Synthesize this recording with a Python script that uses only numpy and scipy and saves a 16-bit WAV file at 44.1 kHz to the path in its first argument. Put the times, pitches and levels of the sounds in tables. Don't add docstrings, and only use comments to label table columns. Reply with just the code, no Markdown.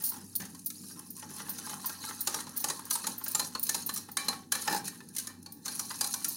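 import sys
import numpy as np
from scipy import signal
from scipy.fft import rfft, irfft, next_fast_len
from scipy.io import wavfile
from scipy.ndimage import map_coordinates

SR = 44100
rng = np.random.default_rng(int(sys.argv[2]) if len(sys.argv) > 2 else 0)


def digitize_waveform(pressure):
    field = np.atleast_2d(pressure).T
    bounded = np.clip(field, -1, 1)
    quanta = np.round(bounded * 32767).astype(np.int16)
    wavfile.write(sys.argv[1], SR, quanta)


N = 280476
TIME = np.arange(N) / SR
RING_TIME = np.arange(SR * 2 // 3) / SR


def amp(db):
    return 10 ** (np.asarray(db) / 20)


def unit(x):
    return x / np.sqrt(np.mean(x ** 2) + 1e-20)


def along(points, hz):
    freqs, values = np.transpose(points)
    return np.interp(np.log(hz + 1), np.log(freqs + 1), values)


def curves(rows):
    times, *columns = np.transpose(rows)
    return [np.interp(TIME, times, column) for column in columns]


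def wobble(rate):
    return map_coordinates(rng.standard_normal(int(N * rate / SR) + 4), [TIME * rate])


def add(track, s, x):
    start = int(np.clip(round(s * SR), 0, N - 1))
    track[start:start + len(x)] += x[:N - start]


def colour(spectrum, lo_hz=1, hi_hz=SR, size=2048):
    hz = np.fft.rfftfreq(size, 1 / SR) + 1
    gain = amp(along(spectrum, hz)) / np.sqrt((1 + (lo_hz / hz) ** 10) * (1 + (hz / hi_hz) ** 10))
    cepstrum = irfft(np.log(gain + 1e-5))[:size // 2]
    response = irfft(np.exp(rfft(np.r_[cepstrum[0], 2 * cepstrum[1:]], size)))
    return response / np.linalg.norm(response)


def through(x, response):
    return signal.fftconvolve(x, response)[:N]


def resonate(x, response):
    ring = through(x, response)
    return ring * np.linalg.norm(x) / np.linalg.norm(ring)


def note(hz, t60, attack, rise=0):
    t = RING_TIME[:SR // 8]
    envelope = amp(-60 * t / t60) * (1 - np.exp(-t / attack))
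    return envelope * np.sin(2 * np.pi * hz * t * (1 + rise * t / t60))


def ringing(modes, damping, scatter_db, detune=0, attack=0.022):
    hz, db, t60 = np.transpose(modes)[:, :, None]
    hz = hz * (1 + detune * rng.standard_normal(hz.shape))
    t = RING_TIME[:int(len(RING_TIME) / max(damping, 1))]
    level = db + scatter_db * rng.standard_normal(hz.shape) - 60 * t * damping / t60
    partials = amp(level) * np.sin(2 * np.pi * (hz * t + rng.random(hz.shape)))
    return partials.sum(axis=0) * (1 - np.exp(-t / attack))


def grit(count, spread_db):
    force = amp(spread_db * np.repeat(rng.standard_normal(count), 16)[:count])
    return unit(rng.standard_normal(count) * force)


def chatter(length, spread_db, after_db, after_t60):
    t = RING_TIME[:SR // 6]
    burst = np.exp(-(t / max(length, .001)) ** 3) + amp(after_db - 60 * t / after_t60)
    return grit(len(t), spread_db) * burst * (1 - np.exp(-t / .0008))


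def shifting(modes, t60, depth_db, rate):
    drives = [grit(N, spread_db=3) * amp(db + depth_db * wobble(rate)) for _, db in modes]
    return unit(sum(through(drive, note(hz, t60, attack=.0005)) for drive, (hz, _) in zip(drives, modes)))


def bubbles(per_second, centre_hz, octaves, cycles, spread_db, rise, size=1400):
    when, pitch, strength = rng.random((int(per_second * N / SR), 3)).T
    hz = centre_hz * 2 ** (octaves * (pitch[:, None] - .5))
    age = hz * np.arange(size) / SR / cycles
    gain = amp(-spread_db * np.log(strength + .01))[:, None]
    notes = gain * np.exp(-3 * age) * np.sin(2 * np.pi * cycles * age * (1 + rise * age))
    index = (when * N).astype(int)[:, None] + np.arange(size)
    return unit(np.bincount(index.ravel(), notes.ravel(), N)[:N])


# (frequency [Hz], level [dB])
MOTOR_HUM = [(98.3, -64), (177, -70), (244.5, -60.5), (274, -67), (296, -66.5)]
# (frequency [Hz], level [dB])
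AIR_EQ = [(20, -28), (50, -6), (80, 1), (130, -2.5), (185, 11.5), (270, 4.5), (350, -16.5), (470, -20),
          (640, -31), (2000, -50), (15000, -88)]


def room_tone():
    hum = np.zeros(N)
    for hz, db in MOTOR_HUM:
        gain = np.sqrt(2) * amp(db + 2.5 * wobble(7))
        hum += gain * np.sin(2 * np.pi * hz * TIME + 1.1 * wobble(8))
    return hum + amp(-63.5) * through(rng.standard_normal(N), colour(AIR_EQ))


# (frequency [Hz], t60 [s])
KITCHEN_DECAY = [(200, 0.71), (1200, 0.27), (4000, 0.25), (10000, 0.2), (16000, 0.26)]


def kitchen_reverb(x):
    hz, t, noise = signal.stft(rng.standard_normal(SR // 2), SR, nperseg=256)
    decay = amp(-60 * t / along(KITCHEN_DECAY, hz)[:, None])
    tail = signal.istft(noise * decay, SR, nperseg=256)[1]
    return through(x, np.pad(tail / np.linalg.norm(tail), (int(.005 * SR), 0)))


# (time [s], level [dB])
SLOSH_FADER = [(0.0, -47.5), (0.07, -69), (0.18, -46), (0.37, -64), (0.41, -44.5), (0.67, -62), (0.71, -53),
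               (1.03, -52.5), (1.04, -55.5), (1.72, -48.5), (1.96, -66), (2.04, -46), (2.07, -62),
               (2.12, -50), (2.23, -83), (2.27, -58), (2.48, -48.5), (2.53, -65), (2.71, -50.5),
               (2.96, -60), (3.12, -45), (3.17, -61), (3.49, -46.5), (3.51, -64), (3.72, -52),
               (3.74, -50.5), (4.27, -55), (4.29, -47), (4.52, -56), (4.64, -56), (4.68, -46),
               (4.69, -43.5), (4.87, -46), (4.92, -59), (5.07, -51), (5.1, -56.5), (6.13, -52),
               (6.24, -53.5), (6.32, -51.5), (6.36, -66)]
# (frequency [Hz], level [dB])
SLOSH_EQ = [(60, -27.5), (130, -6), (185, 1), (240, 1), (340, -7.5), (470, -14.5), (620, -35), (1200, -43),
            (3000, -54)]


def slosh():
    surges = rng.standard_normal(N) * amp(1.6 * wobble(30))
    return amp(curves(SLOSH_FADER)[0] - 3) * unit(through(surges, colour(SLOSH_EQ)))


# (frequency [Hz], level [dB])
WAKE_CAVITIES = [(840, 1.5), (1060, 1.5), (1330, 1), (1610, -2.5), (1850, -0.5), (2600, -6), (3050, -4)]
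# (frequency [Hz], level [dB])
SPLASH_EQ = [(200, 3), (450, 7.5), (680, -6), (850, -20), (1700, 7.5), (2300, -2.5), (4000, 2.5),
             (9000, -15)]


def churn(level_db):
    wet = bubbles(per_second=160, centre_hz=1200, octaves=1.3, cycles=16, spread_db=1.8, rise=.03)
    gurgle = shifting(WAKE_CAVITIES, t60=.055, depth_db=7, rate=35)
    splash = through(grit(N, spread_db=3) * amp(4 * wobble(60)), colour(SPLASH_EQ))
    return amp(level_db) * (amp(-10) * wet + amp(-7.5) * gurgle + amp(-9.5) * splash)


# (time [s], level [dB], pitch [Hz])
PLOP_CUES = [(0.119, -37.5, 1050), (0.14, -39, 976), (0.165, -40, 813), (0.993, -43.5, 1065),
             (1.394, -33, 1187), (1.464, -39, 1690), (1.482, -31.5, 1118), (1.669, -32, 845),
             (1.732, -31, 840), (1.796, -41, 1120), (1.844, -30.5, 1024), (1.875, -41, 947),
             (2.038, -31, 1614), (2.089, -32.5, 1345), (2.107, -30.5, 1320), (2.386, -33.5, 1350),
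             (2.792, -33, 927), (2.865, -40, 1070), (2.953, -34.5, 1260), (3.212, -34.5, 1060),
             (3.421, -35, 1350), (3.552, -25.5, 1037), (3.893, -23.5, 1124), (4.087, -35.5, 820),
             (4.327, -29.5, 1275), (5.004, -37.5, 1735), (5.907, -29.5, 1024), (5.941, -36.5, 1016),
             (6.214, -41, 1430)]
# (frequency [Hz], level [dB])
POCKET_EQ = [(200, -9.5), (480, -5.5), (680, -22.5), (850, 7.5), (1300, 0.5), (1800, -2.5), (2300, -12),
             (4000, -7), (9000, -18)]


def plops():
    out = np.zeros(N)
    for s, db, hz in PLOP_CUES:
        slap = through(chatter(.011, spread_db=2, after_db=-15, after_t60=.15), colour(POCKET_EQ))
        add(out, s, amp(db - 12.5) * slap)
        add(out, s, amp(db - 8) * note(hz, t60=.06, attack=.0012, rise=.03))
        lag_s, small_hz = rng.uniform(0, .005), hz * rng.uniform(1.25, 1.6)
        add(out, s + lag_s, amp(db - 11) * note(small_hz, t60=.035, attack=.001, rise=.06))
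    return out


# (frequency [Hz], level [dB], t60 before damping [s])
BOWL_MODES = [(178, -13, .6), (440, -15, .2), (763, -6, .28), (812, 8, .3), (907, -1, .22), (970, -7, .2),
              (1114, 4, .5), (1126, -8, .25), (1260, -6, .2), (1390, -6, .15), (1646, -5, .22),
              (1772, -5, .22), (1860, -6, .18), (2347, -3, .33), (2536, -11, .22), (3047, -14, .4),
              (3975, -2, .4), (4110, -3, .32), (4366, -4, .35), (4522, -4, .29), (5055, -4, .23),
              (5259, -8, .3), (6142, -5, .2), (6627, -6, .25), (7332, -11, .3), (9162, -6, .23),
              (9600, -5, .18), (10590, -8, .24)]


def bowl_ring(hollow_hz, below_db=18, above_db=2.5):
    hz, db, t60 = np.transpose(BOWL_MODES)
    octaves = np.log2(hz / hollow_hz)
    level = db - below_db * np.minimum(octaves, 0) ** 2 - above_db * np.clip(octaves, 0, 1) ** .5
    return ringing(np.transpose([hz, level, t60]), damping=1.3, scatter_db=1.5, detune=.002)


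def judder(start_s, slips_per_s=85, scatter=0.32, t60=0.029):
    gaps = np.exp(scatter * rng.standard_normal(100)) / slips_per_s
    slip_times = np.r_[0, start_s + np.cumsum(gaps)]
    since_slip = TIME - slip_times[np.searchsorted(slip_times, TIME, "right") - 1]
    return .25 + amp(-60 * since_slip / t60)


# (time [s], level [dB])
SKID_FADER = [(4.655, -65), (4.678, -25), (4.705, -33), (4.734, -21), (4.772, -28.5), (4.79, -59.5),
              (4.85, -63)]
# (frequency [Hz], level [dB])
COUNTER_EQ = [(60, -11), (170, -16), (450, -11.5), (690, -19.5), (870, 0.5), (1150, -23), (1750, -7),
              (2250, -32), (2550, -17.5), (3200, -35), (4100, -13), (4800, -21), (5100, -11), (5500, -19),
              (6300, -19.5), (7500, -25), (15000, -23.5)]


def skid():
    friction = grit(N, spread_db=-0.5) * judder(SKID_FADER[0][0]) * amp(curves(SKID_FADER)[0])
    slips = through(friction, colour(COUNTER_EQ, lo_hz=116))
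    singing = resonate(slips, ringing(BOWL_MODES, damping=1.7, scatter_db=0, attack=.002))
    return amp(-2.5) * (slips + amp(-8) * singing)


# (frequency [Hz], level [dB])
SONG_MODES = [(2550, -6.5), (3100, -13.5), (3600, -7.5), (4000, 2.5), (4190, 5), (4420, 1.5), (6600, -5.5)]
# (time [s], level against the scrape [dB])
SONG_FADER = [(0, -36), (2, -11), (4, -12), (5.6, -11.5), (6.36, -15)]


def wall_song(scrape_db):
    return amp(scrape_db + curves(SONG_FADER)[0]) * shifting(SONG_MODES, t60=.025, depth_db=4.5, rate=25)


# (frequency [Hz], level [dB])
SCRAPE_EQ = [(1500, -51), (2400, -2), (3500, -8.5), (4150, 0), (5200, 4.5), (6400, 9), (7800, 1.5),
             (9400, 12.5), (11300, 10.5), (13000, 1.5), (15500, 1.5)]


def scrape(level_db):
    steel = colour(SCRAPE_EQ)
    drag = grit(N, spread_db=5.5) * amp(3.5 * wobble(70))
    froth = bubbles(per_second=620, centre_hz=7400, octaves=2, cycles=60, spread_db=1.7, rise=.01)
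    return amp(level_db - 6) * (through(drag, steel) + unit(through(froth, steel)))


# (time [s], level [dB])
TICK_CUES = [(0.591, -44.5), (0.91, -48), (0.9913, -40), (1.195, -40.5), (1.363, -40), (2.492, -42),
             (2.7923, -41), (3.6667, -35), (5.087, -46), (5.1492, -42), (5.4263, -49), (5.8511, -45.5),
             (5.9884, -41), (6.071, -31)]


def ticks():
    out, steel = np.zeros(N), colour(SCRAPE_EQ)
    for s, db in TICK_CUES:
        add(out, s, amp(db) * through(chatter(.0078, spread_db=.5, after_db=-25, after_t60=.12), steel))
    return out


def sweep(start, length, release_s, attack_s=0.0055, swell_db=2.5):
    t = TIME - start
    edges = np.exp(np.minimum(t, 0) / attack_s - np.maximum(t - length, 0) / release_s)
    return edges * amp(swell_db * (np.clip(t / length, 0, 1) - 1))


# (time [s], length [s], scrape level [dB], churn level [dB])
STROKE_CUES = [(0.069, 0.1, -44.5, -53.5), (0.4, 0.015, -45, -49), (0.745, 0.19, -45, -66.5),
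               (0.96, 0.027, -48, -55), (1.153, 0.097, -46.5, -60), (1.292, 0.13, -43, -50),
               (1.483, 0.17, -45, -50), (1.647, 0.098, -39, -46.5), (1.819, 0.11, -42.5, -48.5),
               (2.011, 0.085, -38.5, -47.5), (2.266, 0.14, -39.5, -47.5), (2.589, 0.18, -41.5, -62),
               (2.907, 0.22, -41.5, -49.5), (3.263, 0.21, -40, -52), (3.654, 0.17, -39, -52),
               (3.879, 0.13, -42.5, -54.5), (4.187, 0.082, -43.5, -45.5), (4.525, 0.26, -39, -45),
               (4.847, 0.029, -35.5, -60), (5.138, 0.14, -49, -82), (5.653, 0.11, -39.5, -51.5),
               (5.913, 0.22, -39.5, -54.5), (6.252, 0.11, -38, -62)]
# (time [s], scrape level [dB], churn level [dB])
TRAIL_FADERS = [(0, -44.5, -50), (0.33, -53, -88), (1.1, -55.5, -86), (1.4, -51, -74), (2.15, -45.5, -54),
                (2.5, -52, -52.5), (3.95, -49, -61), (4.14, -60.5, -75), (4.33, -46.5, -49),
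                (4.41, -56.5, -57), (4.5, -71, -95), (4.95, -52.5, -55), (5.06, -57.5, -74),
                (5.3, -60, -52), (5.41, -65, -74), (5.61, -62.5, -100), (5.7, -43.5, -56),
                (6.36, -43.5, -59.5)]


def stirring(wake_lag_s=0.0023):
    scraping, churning = amp(curves(TRAIL_FADERS))
    for start, length, scrape_db, churn_db in STROKE_CUES:
        scraping = np.maximum(scraping, amp(scrape_db) * sweep(start, length, release_s=.017))
        churning = np.maximum(churning, amp(churn_db) * sweep(start + wake_lag_s, length, release_s=.075))
    return 20 * np.log10([scraping, churning])


# (time [s], high level [dB], low level [dB], rattle length [s], focus [Hz])
CLASH_CUES = [(0.02, -35, -39, 0.011, 15100), (0.038, -26, -29.5, 0.045, 14400),
              (0.089, -25, -32.5, 0.016, 14500), (0.3538, -29, -22, 0.0052, 13400),
              (0.36, -21, -32, 0.009, 14600), (0.648, -42, -49, 0.0036, 14500),
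              (0.66, -26.5, -34.5, 0.019, 14600), (1.104, -35.5, -41, 0.01, 13200),
              (1.493, -28, -33, 0.019, 13300), (1.858, -24.5, -31.5, 0.018, 14100),
              (2.207, -27, -30, 0.014, 15100), (2.564, -35, -36, 0.0085, 13200),
              (2.573, -25, -30.5, 0.012, 15300), (2.601, -30, -35.5, 0.018, 15200),
              (2.853, -39, -39.5, 0.0068, 13300), (2.902, -32, -36, .009, 15200),
              (2.925, -40, -25.5, 0.028, 13100), (3.18, -27.5, -52, 0.0089, 13100),
              (3.2395, -29.5, -32.5, 0.012, 15100), (3.281, -23, -32, 0.009, 15200),
              (3.314, -32, -33, 0.0096, 13200), (3.596, -22, -28.5, 0.0041, 15100),
              (3.63, -23, -28.5, 0.013, 15200), (3.863, -24.5, -36, 0.013, 13200),
              (3.938, -32, -35, 0.014, 15200), (4.116, -35, -44, 0.0095, 13200),
              (5.522, -37, -38.5, 0.0091, 15200), (6.284, -25, -33, 0.011, 14100)]
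# (frequency [Hz], level [dB])
WIRE_EQ = [(2500, -23.5), (3700, -13), (4300, -2.5), (6400, -3), (7700, -10), (9400, 7), (11500, 0.5),
           (12400, 2.5), (13300, 7), (15300, 9), (16000, -1)]
# (frequency [Hz], level [dB], t60 before damping [s])
LOW_LOOP_MODES = [(4450, -2, 0.065), (6150, -6, 0.074), (9300, -3, 0.19), (9800, -2, 0.058),
                  (10800, 7, 0.083), (11800, -8, 0.15)]
HIGH_LOOP_MODES = [(13500, -6, 0.13), (13300, 5, 0.07), (14400, -2, 0.086), (14700, -1, 0.11),
                   (14500, -4, .12), (15130, -3, 0.11), (15200, -3, .12), (15550, -3, .1)]


def clashes(falloff_db_per_khz=10):
    out = np.zeros(N)
    low, high = colour(WIRE_EQ, hi_hz=11800), colour(WIRE_EQ, 12300, 16000)
    for s, high_db, low_db, length, focus_hz in CLASH_CUES:
        focused = [(hz, db - falloff_db_per_khz * abs(hz - focus_hz) / 1000, t60)
                   for hz, db, t60 in HIGH_LOOP_MODES]
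        for band, modes, level in (low, LOW_LOOP_MODES, low_db - 4), (high, focused, high_db - 4.5):
            rattle = through(chatter(length, spread_db=4.5, after_db=-26, after_t60=.22), band)
            partials = ringing(modes, damping=1.3, scatter_db=2, detune=.007, attack=.0003)
            add(out, s - .001, amp(level) * rattle)
            add(out, s - .001, amp(level - 7.5) * resonate(rattle, partials))
    return out


def tap_cues(scrape_db, per_second=4):
    count = int(per_second * N / SR)
    when = np.sort(rng.integers(N, size=count))
    softness, bright, pitch = np.clip(rng.standard_normal((count, 3)), -1, 1).T
    db = scrape_db[when] - 13 - .5 * softness
    hollow_hz, ping_hz = 1170 * np.exp(.25 * pitch), 6140 * np.exp(.097 * softness)
    return list(zip(when / SR, db, 4 * bright, hollow_hz, ping_hz, np.zeros(count)))


def hollow(x, hz):
    ratios = (1, *rng.uniform([1.2, 1.6], [1.5, 2.1]))
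    return resonate(x, sum(note(hz * ratio, t60=.07, attack=.0005) / ratio for ratio in ratios))


# (time [s], level [dB], brightness [dB], hollow note [Hz], ping [Hz], ping over the level [dB])
KNOCK_CUES = [(0.401, -45, -2, 1750, 6420, 3), (0.418, -48.5, 2, 1950, 6340, 12),
              (0.4533, -49, 5, 1580, 6400, 7), (0.548, -51.5, 4, 1080, 7460, 3),
              (0.702, -44.5, 13.5, 1310, 6050, 6), (1.2254, -55, -25.5, 853, 6100, 2),
              (1.4012, -46, -10, 1175, 5975, 6), (1.488, -53.5, -2, 870, 6100, 2),
              (1.5847, -43.5, 5, 823, 6080, 8), (1.695, -44.5, -2, 1220, 6540, 10),
              (1.8944, -42.5, -2, 1340, 6380, 1), (2.2724, -29.5, 3, 861, 7320, 3),
              (2.3432, -33.5, -1, 873, 5660, 7.5), (2.404, -42.5, 2, 930, 8640, 7),
              (2.469, -51, -14, 1010, 4080, 4), (2.6417, -30.5, 2, 830, 5910, -3),
              (2.6855, -39.5, 2, 958, 6500, 12), (2.7, -32.5, -0.5, 940, 3960, 2),
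              (2.9085, -31.5, 8.5, 1000, 5900, 8), (2.9537, -34.5, 6, 968, 8250, 8),
              (3.041, -41.5, -6, 1280, 4100, 10), (3.0687, -32.5, 5, 915, 6850, 7),
              (3.2624, -48.5, -14.5, 1650, 4330, 1), (3.3483, -30.5, 5.5, 833, 7310, 14.5),
              (3.3953, -30, 2.5, 830, 4110, 6.5), (3.445, -44.5, 8, 1030, 5770, 10),
              (3.5503, -42, -6, 1415, 4344, 18), (3.692, -29.5, 8, 1780, 6700, 9.5),
              (3.7449, -32, 1.5, 915, 6790, 7), (3.891, -39, 4, 1135, 4090, 9.5),
              (3.961, -40, 9, 1248, 6000, 3), (3.9744, -41.5, 16, 1300, 5650, 10),
              (4.1696, -30, 5.5, 1750, 6700, -2), (4.2837, -31.5, 0.5, 816, 4120, 15),
              (4.5203, -28.5, 5.5, 1666, 6150, -8), (4.5511, -35.5, 1.5, 1730, 4070, -1),
              (4.6196, -44, 15, 1630, 6700, 10), (4.6773, -35.5, -15, 1810, 5060, 11),
              (4.878, -40, 10, 1840, 6400, -4), (5.1643, -38, 13, 2080, 9100, 5),
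              (5.1828, -37, 14, 1555, 5990, 5), (5.197, -43.5, 15, 1960, 6400, 7),
              (5.2708, -41.5, 5, 1784, 6370, -8), (5.4612, -50.5, -2.5, 845, 4400, 14.5),
              (5.6578, -38.5, 5, 1010, 6080, 7.5), (5.68, -40, 4, 1593, 4300, 11),
              (5.7938, -35.5, 10.5, 968, 5835, 6), (5.904, -44, -1, 1400, 4810, 10.5),
              (6.0098, -30, 6, 822, 4820, 5.5), (6.042, -36, 6, 800, 4100, 8),
              (6.1392, -34.5, 8.5, 1012, 6020, 5), (6.2447, -33.5, 12.5, 1364, 5770, 4)]
# (frequency [Hz], level [dB])
WALL_EQ = [(100, -1), (430, -3), (680, -13), (840, 2), (1750, 2.5), (2250, -5), (3000, 4.5), (3600, 7.5),
           (4150, 14), (5200, 11), (6600, 15), (8000, 6.5), (9600, 11), (12500, 3), (16000, -2.5)]
# (frequency [Hz], level [dB])
SLAP_EQ = [(150, -13), (330, 2.5), (520, 3), (700, -5.5), (900, -1), (1500, -6.5), (2300, -13), (6000, -43)]
# (time [s], level [dB])
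RING_FADER = [(4.1, -21), (4.16, -1), (4.22, 1), (4.27, -6), (4.53, -3.5), (4.66, -9)]
CONTACT_S, CHOKE_T60_S = 0.01, 0.1
LOW_CUT_HZ, BRIGHT_DB_PER_OCTAVE = 136, 3.5


def knocks(cues):
    out = np.zeros(N)
    middle, high = colour(WALL_EQ, 3200, 9000), colour(WALL_EQ, 9000, 16000)
    next_times = [cue[0] for cue in cues[1:]] + [N / SR]
    for (s, db, bright_db, hollow_hz, ping_hz, ping_db), next_s in zip(cues, next_times):
        low_db, high_db = db - bright_db / 2, db + bright_db / 2
        glance_db = max(bright_db, 0)
        low = colour(WALL_EQ, LOW_CUT_HZ * 2 ** (glance_db / BRIGHT_DB_PER_OCTAVE), 2550)
        length = CONTACT_S * np.exp(.024 * rng.standard_normal())
        slap = through(chatter(.035, spread_db=2, after_db=-12, after_t60=.2), colour(SLAP_EQ))
        add(out, s + .008, amp(low_db - 18 - glance_db / 2) * slap)
        body = through(chatter(length, spread_db=.5, after_db=-21.5, after_t60=.32), low)
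        add(out, s - .001, amp(low_db - 4) * body)
        add(out, s - .001, amp(low_db - 6.5) * hollow(body, hollow_hz))
        for band, level in (middle, db + 1), (high, high_db - .4):
            contact = chatter(length, spread_db=2.5, after_db=-19, after_t60=.42)
            add(out, s - .001, amp(level) * through(contact, band))
        add(out, s, amp(low_db - .5) * note(hollow_hz, t60=.054, attack=.002, rise=.071))
        thud = note(hz=581, t60=.059, attack=.0023)
        add(out, s, amp(low_db - 8.5 - glance_db / 2) * thud)
        add(out, s, amp(db + ping_db) * note(ping_hz, t60=.038, attack=.00078))
        ring = bowl_ring(hollow_hz)
        freedom_db = np.interp(s, *np.transpose(RING_FADER))
        choke = amp(-60 * np.maximum(s + RING_TIME[:len(ring)] - next_s, 0) / CHOKE_T60_S)
        add(out, s, amp(low_db + freedom_db) * ring * choke)
    return out


def scene():
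    scrape_db, churn_db = stirring()
    steel = knocks(KNOCK_CUES) + clashes() + ticks() + scrape(scrape_db) + wall_song(scrape_db) + skid()
    batter = churn(churn_db) + plops() + slosh()
    bed = room_tone()
    bowl = steel + batter + knocks(tap_cues(scrape_db))
    return (bowl + amp(-9.5) * kitchen_reverb(bowl) + bed)[None]


CEILING, BASS_CUT_HZ, TOP_HZ = .25, 38, 16000


def record(dry):
    rounded = dry / (1 + (dry / CEILING) ** 4) ** .25
    size = next_fast_len(N + SR // 2)
    hz = np.fft.rfftfreq(size, 1 / SR)
    passband = hz ** 2 / (hz ** 2 + BASS_CUT_HZ ** 2) * (hz < TOP_HZ)
    return irfft(rfft(rounded, size) * passband, size)[:, :N]


dry = scene()
out = record(dry)
digitize_waveform(out)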